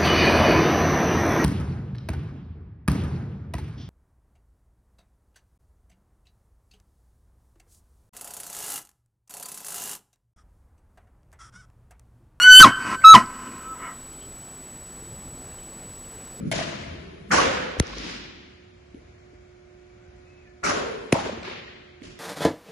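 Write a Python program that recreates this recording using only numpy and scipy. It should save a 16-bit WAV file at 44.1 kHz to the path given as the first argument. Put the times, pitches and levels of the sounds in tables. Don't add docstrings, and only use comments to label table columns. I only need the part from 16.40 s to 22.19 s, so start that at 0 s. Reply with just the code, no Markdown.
import sys
import numpy as np
from scipy import signal
from scipy.fft import rfft, irfft
from scipy.io import wavfile
from scipy.ndimage import uniform_filter1d

SR = 44100
rng = np.random.default_rng(int(sys.argv[2]) if len(sys.argv) > 2 else 0)


def amplitude_ratio(level_db):
    exponent = np.asarray(level_db, float) / 20
    return 10 ** exponent


def inscribe(sig):
    pcm = np.round(np.clip(np.atleast_2d(sig).T, -1, 1) * 32767)
    wavfile.write(sys.argv[1], SR, pcm.astype(np.int16))


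N = 255339

# pitch_hz, level_db (per Hz)
FAN_COLOUR = [(15, -43), (25, -36.5), (49, -1), (77, -0.5), (234, -13), (297, -17.5), (360, -18),
              (446, -21.5), (593, -19.5), (889, -27), (2250, -24.5), (2860, -32), (7400, -40.5),
              (9620, -70), (16300, -120)]
FAN_DB = -53
# pitch_hz, left_minus_right_db
FAN_BALANCE = [(25, 0), (60, 0), (110, 0.0), (190, 1.5), (350, -10.5), (630, 0), (1120, 1), (2020, -0.5),
               (3630, 2.5), (6520, 9), (11700, -2)]
# pitch_hz, level_db
HUM = [(360.7, -55), (538.3, -75.5), (597.5, -68), (721.4, -68.5), (1200, -84), (1443, -74.5)]
HUM_LOAD_S, HUM_RAMP_S, HUM_IDLE_DB = 2.83, .14, -4
# start_s, level_db, decay_s (to -60 dB)
JOLTS = [(-.02, -39, 0.77), (.405, -38, 1.65), (.915, -36, 1.3), (1.05, -42.5, .4)]
JOLT_RISE_S = .0098
WHINE_HZ, WHINE_DB, THROB_HZ = 2300, -70, 28
POST_S, POST_HZ, POST_BEAT_HZ, POST_DB, POST_DECAY_S = 1.49, 51, 4.8, -36, 1.3
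# start_s, pitch_hz, level_db
SQUEAKS = [
    [(3.56, 1250, -64), (3.64, 1570, -64.5), (3.71, 1540, -66), (3.77, 1600, -71)],
    [(3.84, 2500, -65), (3.89, 2550, -60), (3.95, 2550, -63), (3.985, 2550, -58), (4.02, 2490, -57),
     (4.03, 2280, -68), (4.042, 2120, -59), (4.06, 1900, -58), (4.078, 1765, -51), (4.1, 1750, -53)],
]
SQUEAK_ECHO_S = .035
# pitch_hz, side_minus_mid_db
WIDE_PORTS = [(25, -30), (60, -21.5), (110, -19.5), (190, -10), (350, -1.5), (630, 3.5), (1120, 1.5),
              (2020, -2), (3630, -0.5), (6520, -0.5), (11700, -0.5)]
# pitch_hz, side_minus_mid_db
NEAR_PORTS = [(60, -23), (110, -31), (190, -33), (350, -20.5), (630, -16), (1120, -12), (2020, -16.5),
              (3630, -1.5), (6520, 1), (11700, -8)]
# pitch_hz, decay_s (to -60 dB)
HALL_DECAY = [(70, 1.53), (200, 1.9), (500, 1.31), (1200, 1.435), (3000, 1.55), (6000, 0.96), (10000, 0.62)]
# pitch_hz, level_db (from the last colour point)
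AIR = [(8500, -4), (10000, -9), (11400, -13.5), (12100, -42.5)]
# start_s, level_db, rise_s, hold_s, decay_stretch (times the hall's)
FAR_BLOWS = [
    (-.05, -30, 0.0069, 0.11, 0.37),
    (.1142, -29, 0.00058, 0.063, 1.125),
    (0.905, -18.2, 0.022, 0.023, 0.84),
    (1.41, -41.5, 0.024, 0.31, 0.65),
    (1.561, -38.5, 0.035, 0.12, 1.07),
    (4.2265, -25.2, 0.017, 0.046, 0.8),
    (4.735, -29.5, 0.0037, 0.019, 0.94),
    (5.029, -39, 0.011, 0.055, 1.04),
    (5.625, -45.5, 0.0034, 0.045, 0.91),
]
# pitch_hz, fill_s, left_minus_right_db, treble_delay_s
GAPS = [(1000, .1, 2, .001), (1250, .07, 2.5, .0003), (3600, .075, -.9, .009), (3300, .05, .2, .003),
        (1000, .02, .6, .003), (3400, .065, 1.2, .011), (3000, .005, 1.2, .0005), (3250, .03, 1.2, .001),
        (1000, .02, -.8, .001)]
GAP_WIDTH, TREBLE_HZ = .16, 2500
# pitch_hz, level_db (per Hz)
THUD = [(24, -48), (40, -15), (181, 4.5), (562, -18.5), (747, -58), (889, -39), (1440, -32), (7400, -56),
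        (9620, -89), (16300, -120)]
BAT = [(24, -42), (40, -11), (92, -5.5), (162, 1.5), (515, -9.5), (670, -2.5), (731, -13.5), (1380, -12),
       (1950, -10.5), (7400, -20.5), (9620, -56), (16300, -120)]
LAUNCH_1 = [(24, -49.5), (40, -14.5), (80, -13.5), (292, -5), (414, -5.5), (493, -7.5), (851, -8.5),
            (1110, -7), (1210, -8), (1470, -6.5), (3840, -16.5), (7400, -18.5), (9620, -51), (16300, -120)]
NET = [(41, -43.5), (70, -15.5), (80, -25), (114, -7), (269, -1), (713, -18), (2120, -10), (5310, -14.5),
       (7400, -26.5), (9620, -57), (16300, -120)]
LAUNCH_2 = [(24, -49), (40, -12), (145, -6), (405, -4), (442, -17), (575, -3), (851, -9.5), (1110, -6.5),
            (1210, -9.5), (1380, -7.5), (3600, -18), (7400, -19.5), (9620, -51), (16300, -120)]
MITT_TAIL = [(24, -37), (40, -21), (71, -4), (220, -1.5), (256, -3), (575, -6.5), (2000, -12.5),
             (5690, -21), (7400, -22), (9620, -58), (16300, -120)]
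RATTLE = [(24, -54), (40, -30), (75, -21), (452, -4), (797, -15), (971, -15), (1260, -11.5), (2130, -6.5),
          (4290, -14), (7400, -30), (9620, -60), (16300, -120)]
DROP = [(24, -27), (40, 0), (326, -8), (355, -10), (731, -27), (780, -30), (833, -26.5), (2330, -17),
        (7400, -26), (9620, -58), (16300, -120)]
# start_s, pitch_hz, level_db, hold_s, decay_s
RINGS = [(-.02, 186, -51, 0.13, 0.6), (0.553, 183, -50.5, 0.35, 0.27), (0.501, 380, -50.5, 0.34, 0.43),
         (.88, 198, -34.5, 0.045, 0.31), (0.9045, 1512, -28, 0.05, 0.28), (0.978, 1110, -27, 0.0086, 0.47),
         (0.932, 512, -28, 0.056, 1.3), (4.23, 1380, -30, 0.015, 0.78), (4.232, 2040, -36, 0.041, 0.32),
         (4.261, 436, -36, 0.23, 1.3), (4.739, 810, -27, 0.0067, 0.25), (5.067, 920, -50.5, 0.047, 0.425),
         (.913, 5800, -31, .06, .35), (4.238, 5800, -36, .06, .3)]
# start_s, pitch_hz, level_db, hold_s, decay_s
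MORE_RINGS = [(.91, 800, -30, .04, .3), (.97, 275, -34, .1, .6), (2.546, 330, -47, .01, .35),
              (2.546, 480, -56, .005, .2), (4.3, 520, -39, .08, .7), (4.76, 760, -37, .03, .2),
              (5.618, 320, -46, .01, .4), (5.618, 480, -51, .005, .2)]
RING_SPREAD = .14
# start_s, peak_db, pitch_hz, cycles
ECHOES = [(.062, -26, 185, 6), (.115, -25, 650, 3), (.133, -25, 600, 4), (.147, -30, 1900, 8),
          (.188, -28, 2050, 8), (.221, -29, 1850, 10), (.323, -33, 600, 5), (.907, -24, 1340, 6),
          (.912, -19, 1850, 6), (.925, -16, 1150, 9), (.935, -17, 1420, 9), (.972, -19, 1500, 16),
          (.984, -19, 520, 3), (.986, -17, 1130, 16), (.996, -22, 520, 5), (1.003, -22, 2950, 8),
          (1.048, -25, 560, 7), (1.058, -20, 520, 2), (1.501, -37, 912, 4), (1.6, -35, 221, 2),
          (1.665, -31, 245, 2), (1.537, -36, 1600, 3), (4.07, -57, 2450, 20), (4.229, -35, 1370, 6),
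          (4.247, -29, 2250, 14), (4.262, -26, 2300, 12), (4.266, -23, 1200, 9), (4.271, -24, 450, 2),
          (4.304, -24, 1600, 10), (4.313, -22, 1250, 8), (4.316, -26, 580, 7), (4.348, -27, 420, 6),
          (4.448, -27, 1360, 5), (4.862, -26, 420, 4), (4.89, -27, 620, 5), (4.924, -28, 480, 3),
          (5.026, -33, 544, 1.5), (5.031, -33, 2330, 4), (5.076, -30, 380, 5), (5.11, -33, 400, 3),
          (5.078, -36, 2300, 8), (5.278, -38, 1900, 10)]
# start_s, peak_db, pitch_hz, cycles
KNOCKS = [(0.05, -25.5, 255, 4.3), (0.189, -23, 700, 3), (0.209, -23, 660, 6.5), (1.369, -25, 440, 1),
          (1.392, -26.5, 243, 2.4), (1.432, -30.5, 387, 1.8), (1.531, -37, 1086, 9.24),
          (1.567, -33, 418, 3.3), (1.645, -32.5, 282, 2.4), (2.545, -30, 271, 1.34),
          (2.932, -41, 319, 1.37), (4.757, -12.5, 577, 1.9), (4.766, -25.5, 574, 3.8), (4.8, -45, 145, 2.1),
          (4.856, -23.5, 630, 5.1), (4.895, -21, 527, 2), (4.923, -32, 227, 4.1), (4.973, -26, 377, 2.2),
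          (4.998, -31.5, 316, 0.88), (5.617, -29, 266, 1.96)]
# start_s, peak_db, pitch_hz, cycles
TICKS = [(.914, -28, 1570, 2.7), (.918, -12, 1420, 9), (.938, -14, 1120, 7), (.984, -13, 1070, 3.5),
         (.994, -17, 1164, 6.9), (1.002, -15, 1050, 2), (4.237, -21, 1440, 8.3), (4.263, -22, 1250, 5.7),
         (4.273, -20, 1230, 3.1), (4.751, -19, 990, 4.1), (4.79, -23, 900, 4), (4.815, -34, 707, 3.3),
         (.115, -26, 2100, 6), (.123, -24, 2250, 11), (1.388, -39, 5970, 5), (1.426, -32, 3080, 2.7),
         (1.47, -29, 5700, 4), (1.584, -25, 5670, 3), (1.665, -29, 2570, 4), (2.545, -47.5, 2930, 2.7),
         (4.7343, -27, 4730, 3), (4.7315, -14.5, 675, 1.7), (5.032, -35, 4400, 4.4), (5.62, -40, 2160, 4.5)]
# start_s, peak_db, pitch_hz, cycles
GEAR = [(.058, -24, 179.5, 8), (.114, -26, 10200, 7), (.124, -27, 10200, 15), (.152, -25, 7000, 6),
        (.438, -32, 2070, 8), (1.381, -24, 76, 2.8), (1.426, -38, 9600, 8), (1.479, -31, 6000, 2.5),
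        (4.7232, -20, 850, 2.1), (4.7345, -28.5, 10400, 8), (4.738, -16.5, 227, 1.1),
        (4.768, -22, 910, 1.5), (5.031, -43, 7500, 3.6), (5.075, -35, 990, 8.6)]
# start_s, rasp_db, swell_s, afterglow (0-1), snap_db
CRACKS = [
    (1.4, -12.5, 0.0015, 0, -2),
    (4.7269, -10, 0.0015, 0.29, -21.5),
]
# pitch_hz, level_db (per Hz)
CRACK_COLOURS = [
    [(590, -34.5), (1000, 4.5), (5160, -8.5), (6360, 4), (7680, -13), (9870, 2), (12200, -29.5),
     (15800, -51.5), (22000, -120)],
    [(590, -22), (900, 2), (1400, -7.5), (2200, 6), (4950, -14.5), (6770, -5), (8170, -23.5), (9460, -4.5),
     (12200, -30.5), (22000, -120)],
]
CRACK_LEAD_S, TURF_ECHO_S = .008, .0005
# start_s, peak_db, pitch_hz (at the start), glide_s, fade_s
THUMPS = [
    (1.4008, -9.2, 760, .00112, .012),
    (4.7266, -4.2, 940, .00131, .0082),
]
THUMP_STEEP = 2.1
# pitch_hz, share (0-1 of the time)
MID_DROPS = [(600, 0), (1000, .008), (2600, .008), (2800, .14), (3100, .04), (3900, .18), (4400, .12),
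             (4900, .02), (6900, .06), (7700, .55), (8200, .98), (8900, .98), (9200, .2), (10900, .25),
             (11300, .98)]
# pitch_hz, share (0-1 of the time)
SIDE_DROPS = [(1500, 0), (2500, .02), (6000, .02), (7000, .25), (8000, .2), (8900, .3), (9400, .98),
              (10800, .98), (11100, .5), (11700, .6), (12000, .98)]


def shape(x, points):
    hz, db = np.transpose(points)
    axis_hz = np.log(np.fft.rfftfreq(x.shape[-1], 1 / SR) + 1)
    return irfft(rfft(x) * amplitude_ratio(np.interp(axis_hz, np.log(hz), db)), x.shape[-1])


def unit(x):
    return x / np.sqrt(np.mean(x ** 2))


def ports(mid, side, points):
    side = shape(side, points)
    return np.array([mid + side, mid - side])


def walk(rate, size):
    k = int(SR / rate)
    steps = np.repeat(rng.standard_normal(size // k + 1), k)
    return 1.42 * uniform_filter1d(uniform_filter1d(steps, k), k)[:size]


def add(out, s, x):
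    i = int(s * SR)
    a, b = max(i, 0), min(i + x.shape[-1], N)
    out[..., a:b] += x[..., a - i:b - i]


def aired(colour):
    *body, last = colour[:-2]
    return body + [last] + [(hz, last[1] + db) for hz, db in AIR]


def fan():
    noise = shape(rng.standard_normal((2, N)), aired(FAN_COLOUR))
    return ports(*noise / np.std(noise[0]), WIDE_PORTS) * amplitude_ratio(FAN_DB + .8 * walk(3.2, N))


def mains_hum():
    t = np.arange(N) / SR
    swell_db = HUM_IDLE_DB * np.clip(.5 - (t - HUM_LOAD_S) / HUM_RAMP_S, 0, 1)
    lag = np.array([[.6], [-.6]])
    out = 0
    for hz, db in HUM:
        gain = np.sqrt(2) * amplitude_ratio(db + swell_db * hz / 360 + .51 * walk(5.5, N))
        out = out + gain * np.sin(2 * np.pi * hz * t + .22 * walk(3.7, N) + lag)
    return out


def slab_rumble():
    level, t = 0, np.arange(N) / SR
    for s, db, decay_s in JOLTS:
        age = np.maximum(t - s, 0)
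        level = level + (1 - np.exp(-age / JOLT_RISE_S)) * amplitude_ratio(db - 60 * age / decay_s)
    noise = shape(rng.standard_normal(N), [(30, -33.5), (55, 14.5), (80, 19.5), (130, -10.5), (220, -34)])
    return unit(noise) * level


def hall_floor():
    left, right = fan() + mains_hum()
    left = shape(left, [(hz, db / 2) for hz, db in FAN_BALANCE])
    right = shape(right, [(hz, -db / 2) for hz, db in FAN_BALANCE])
    return np.array([left, right]) + slab_rumble()


def whine():
    colour = [(WHINE_HZ * ratio, db) for ratio, db in ((.85, -40), (.97, -6), (1, 0), (1.03, -6), (1.15, -40))]
    noise = shape(rng.standard_normal((2, N)), colour)
    throb = .5 + .5 * np.sin(2 * np.pi * np.cumsum(THROB_HZ * (1 + .06 * walk(5, N))) / SR)
    return unit(noise) * throb * amplitude_ratio(WHINE_DB + 2.5 * walk(1.5, N))


def post():
    age = np.maximum(np.arange(N) / SR - POST_S, 0)
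    phase = 2 * np.pi * np.cumsum(POST_HZ * (1 + .015 * walk(41, N))) / SR
    fade = amplitude_ratio(POST_DB - 60 * age / POST_DECAY_S + .64 * walk(50.2, N))
    return np.sqrt(2) * np.sin(np.pi * POST_BEAT_HZ * age) * fade * np.sin(phase)


def curve(table):
    s, hz, db = np.transpose(table)
    t = np.arange(N) / SR
    gate = np.clip(np.minimum(t - s[0], s[-1] - t) / .025, 0, 1)
    return np.interp(t, s, hz), gate * amplitude_ratio(np.interp(t, s, db))


def tone(table, wobble, lag, patchy_db):
    hz, gain = curve(table)
    phase = 2 * np.pi * np.cumsum(hz * (1 + wobble * walk(41, N))) / SR
    return np.sqrt(2) * gain * amplitude_ratio(patchy_db * walk(50, N)) * np.sin(phase + np.array([[lag], [-lag]]))


def squeak(dry_db=-4, wet_db=-5, decay_s=.4):
    direct = sum(tone(part, .012, .6, 3.5) for part in SQUEAKS)
    t = np.arange(2 ** 14) / SR
    tail = rng.standard_normal((2, len(t))) * amplitude_ratio(-60 * t / decay_s) * np.clip(t / SQUEAK_ECHO_S, 0, 1) ** 2
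    tail = tail / np.sqrt(np.sum(tail[0] ** 2))
    echo = signal.fftconvolve(direct, tail, axes=1)[:, :N]
    return amplitude_ratio(dry_db) * direct + amplitude_ratio(wet_db) * echo


def far_blow(colour, db, rise, hold, stretch, size=2 ** 16):
    t = np.arange(size) / SR
    noise = shape(rng.standard_normal((2, size)), aired(colour))
    spectrum = rfft(ports(*noise / np.std(noise[0]), WIDE_PORTS))
    centres = np.log([hz for hz, _ in HALL_DECAY])
    axis_hz = np.log(np.fft.rfftfreq(size, 1 / SR) + 1)
    out = 0
    for k, (_, decay_s) in enumerate(HALL_DECAY):
        share = np.interp(axis_hz, centres, np.arange(len(HALL_DECAY)) == k)
        fade = amplitude_ratio(-60 * np.maximum(t - hold - rise, 0) / (decay_s * stretch))
        out = out + irfft(spectrum * share, size) * fade
    clumps_db = 1.5 * walk(120, size) * np.exp(-t / .25)
    return out * (1 - np.exp(-t / max(rise, 1e-4))) * amplitude_ratio(db + clumps_db)


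def gapped(x, hz, fill, pan_db, late):
    t = np.arange(x.shape[-1]) / SR
    edges = ((-GAP_WIDTH, -30), (-GAP_WIDTH / 2, -2), (GAP_WIDTH / 2, -2), (GAP_WIDTH, -30))
    band = shape(x, [(hz * (1 + offset), db) for offset, db in edges])
    x = x - band * np.exp(-(t / fill) ** 2)
    treble = shape(x, [(TREBLE_HZ * .8, -30), (TREBLE_HZ, 0)])
    x = x - treble * np.exp(-(t / late) ** 2)
    return x * (t < 1.4) * amplitude_ratio(pan_db * np.array([[.5], [-.5]]))


def far_ring(hz, db, hold, decay_s, size=2 ** 15):
    width = RING_SPREAD * hz / np.sqrt(decay_s)
    t, rise = np.arange(size) / SR, 1.2 / width
    colour = [(hz / 2, -45), (hz - width, -7), (hz, 0), (hz + width, -7), (2 * hz, -45)]
    noise = shape(rng.standard_normal((2, size)), colour)
    fade_db = -60 * np.maximum(t - hold - rise, 0) / decay_s
    return ports(*noise / np.std(noise[0]), WIDE_PORTS) * (1 - np.exp(-t / rise)) * amplitude_ratio(db + fade_db)


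def knocks(table, rough, spread_db):
    out, t = np.zeros((2, N)), np.arange(4096) / SR
    for s, db, hz, cycles in table:
        age = t * hz / cycles * 4
        swell = (age / 2) ** 2 * np.exp(2 - age)
        colour = [(hz / 3, -25), (hz, 0), (1.6 * hz, -8), (5 * hz, -45)]
        grit = unit(shape(rng.standard_normal((2, len(t))), colour))
        pan = amplitude_ratio(spread_db * rng.standard_normal() * np.array([[.5], [-.5]]))
        add(out, s, amplitude_ratio(db) * swell * pan * (np.sin(2 * np.pi * hz * t) + rough * grit))
    return out


def thump(db, hz, glide, fade):
    t = np.arange(2 ** 12) / SR
    phase = 2 * np.pi * hz * glide * np.log(1 + t / glide)
    return -np.sin(phase) * amplitude_ratio(db) * np.exp(-(t / fade) ** THUMP_STEEP)


def crack(colour, rasp_db, swell_s, glow, snap_db):
    t = np.arange(2 ** 12) / SR - CRACK_LEAD_S
    before = np.exp(t / swell_s) * np.clip(3.6 + t / swell_s, 0, 1)
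    after = np.exp(-t / .00019) + glow * np.exp(-t / .0036)
    rasp = shape(rng.standard_normal((2, len(t))), colour)
    rasp = ports(*rasp / np.std(rasp[0]), NEAR_PORTS) * np.where(t < 0, before, after) * amplitude_ratio(rasp_db)
    lag = np.array([[0], [.00005]])
    snap = 0
    for shift_s, size in ((TURF_ECHO_S, 1), (0, .85)):
        snap = snap + size * np.exp(-((t + shift_s - lag) / .000028) ** 2)
    snap = shape(snap, [(600, -33.5), (1800, 6.5), (6000, 6.5), (10500, 1.5), (12500, -21)])
    return rasp - snap * amplitude_ratio(snap_db)


def scene():
    out = hall_floor() + whine() + post() + squeak()
    colours = THUD, BAT, LAUNCH_1, NET, NET, LAUNCH_2, MITT_TAIL, RATTLE, DROP
    for (s, *blow), colour, gap in zip(FAR_BLOWS, colours, GAPS):
        add(out, s, gapped(far_blow(colour, *blow), *gap))
    for s, *ring in [*RINGS, *MORE_RINGS]:
        add(out, s, far_ring(*ring))
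    out = out + knocks(ECHOES, .4, 3) + knocks(KNOCKS, .29, 1.357)
    out = out + knocks(TICKS, .449, 3) + knocks(GEAR, .31, 1.2)
    for s, *air in THUMPS:
        add(out, s, thump(*air))
    for (s, *leather), colour in zip(CRACKS, CRACK_COLOURS):
        add(out, s - CRACK_LEAD_S, crack(colour, *leather))
    return out


def dropouts(x, table, size=1024, count=128):
    hz, _, z = signal.stft(x, SR, nperseg=size)
    treble = np.sum(np.abs(z[hz > 2000]) ** 2, axis=0) + 1e-12
    jump = np.diff(np.log10(treble), prepend=0) > .6
    blow = uniform_filter1d(jump * 1., size=3) > 0
    chance = np.repeat(rng.random((count, z.shape[1] // 4 + 1)), 4, axis=1)
    chance = np.repeat(chance, len(hz) // count + 1, axis=0)
    share = np.interp(hz, *np.transpose(table))[:, None]
    loud_middle = (hz[:, None] < 6500) & (treble > 4 * np.median(treble))
    share = np.where(loud_middle, 0, share)
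    keep = (chance[:len(hz), :z.shape[1]] > share) | blow
    return signal.istft(z * keep, SR, nperseg=size)[1][:N]


def low_pass(x):
    return signal.sosfilt(signal.butter(12, 12310, fs=SR, output="sos"), x)


def record(dry):
    rounded = np.tanh(1.01 * dry) / 1.164
    left, right = shape(rounded, [(11800, 0), (12300, -8), (12900, -40)])
    mid = dropouts((left + right) / 2, MID_DROPS)
    side = dropouts((left - right) / 2, SIDE_DROPS)
    return low_pass(np.array([mid + side, mid - side]))


dry = scene()
out = record(dry)
inscribe(out)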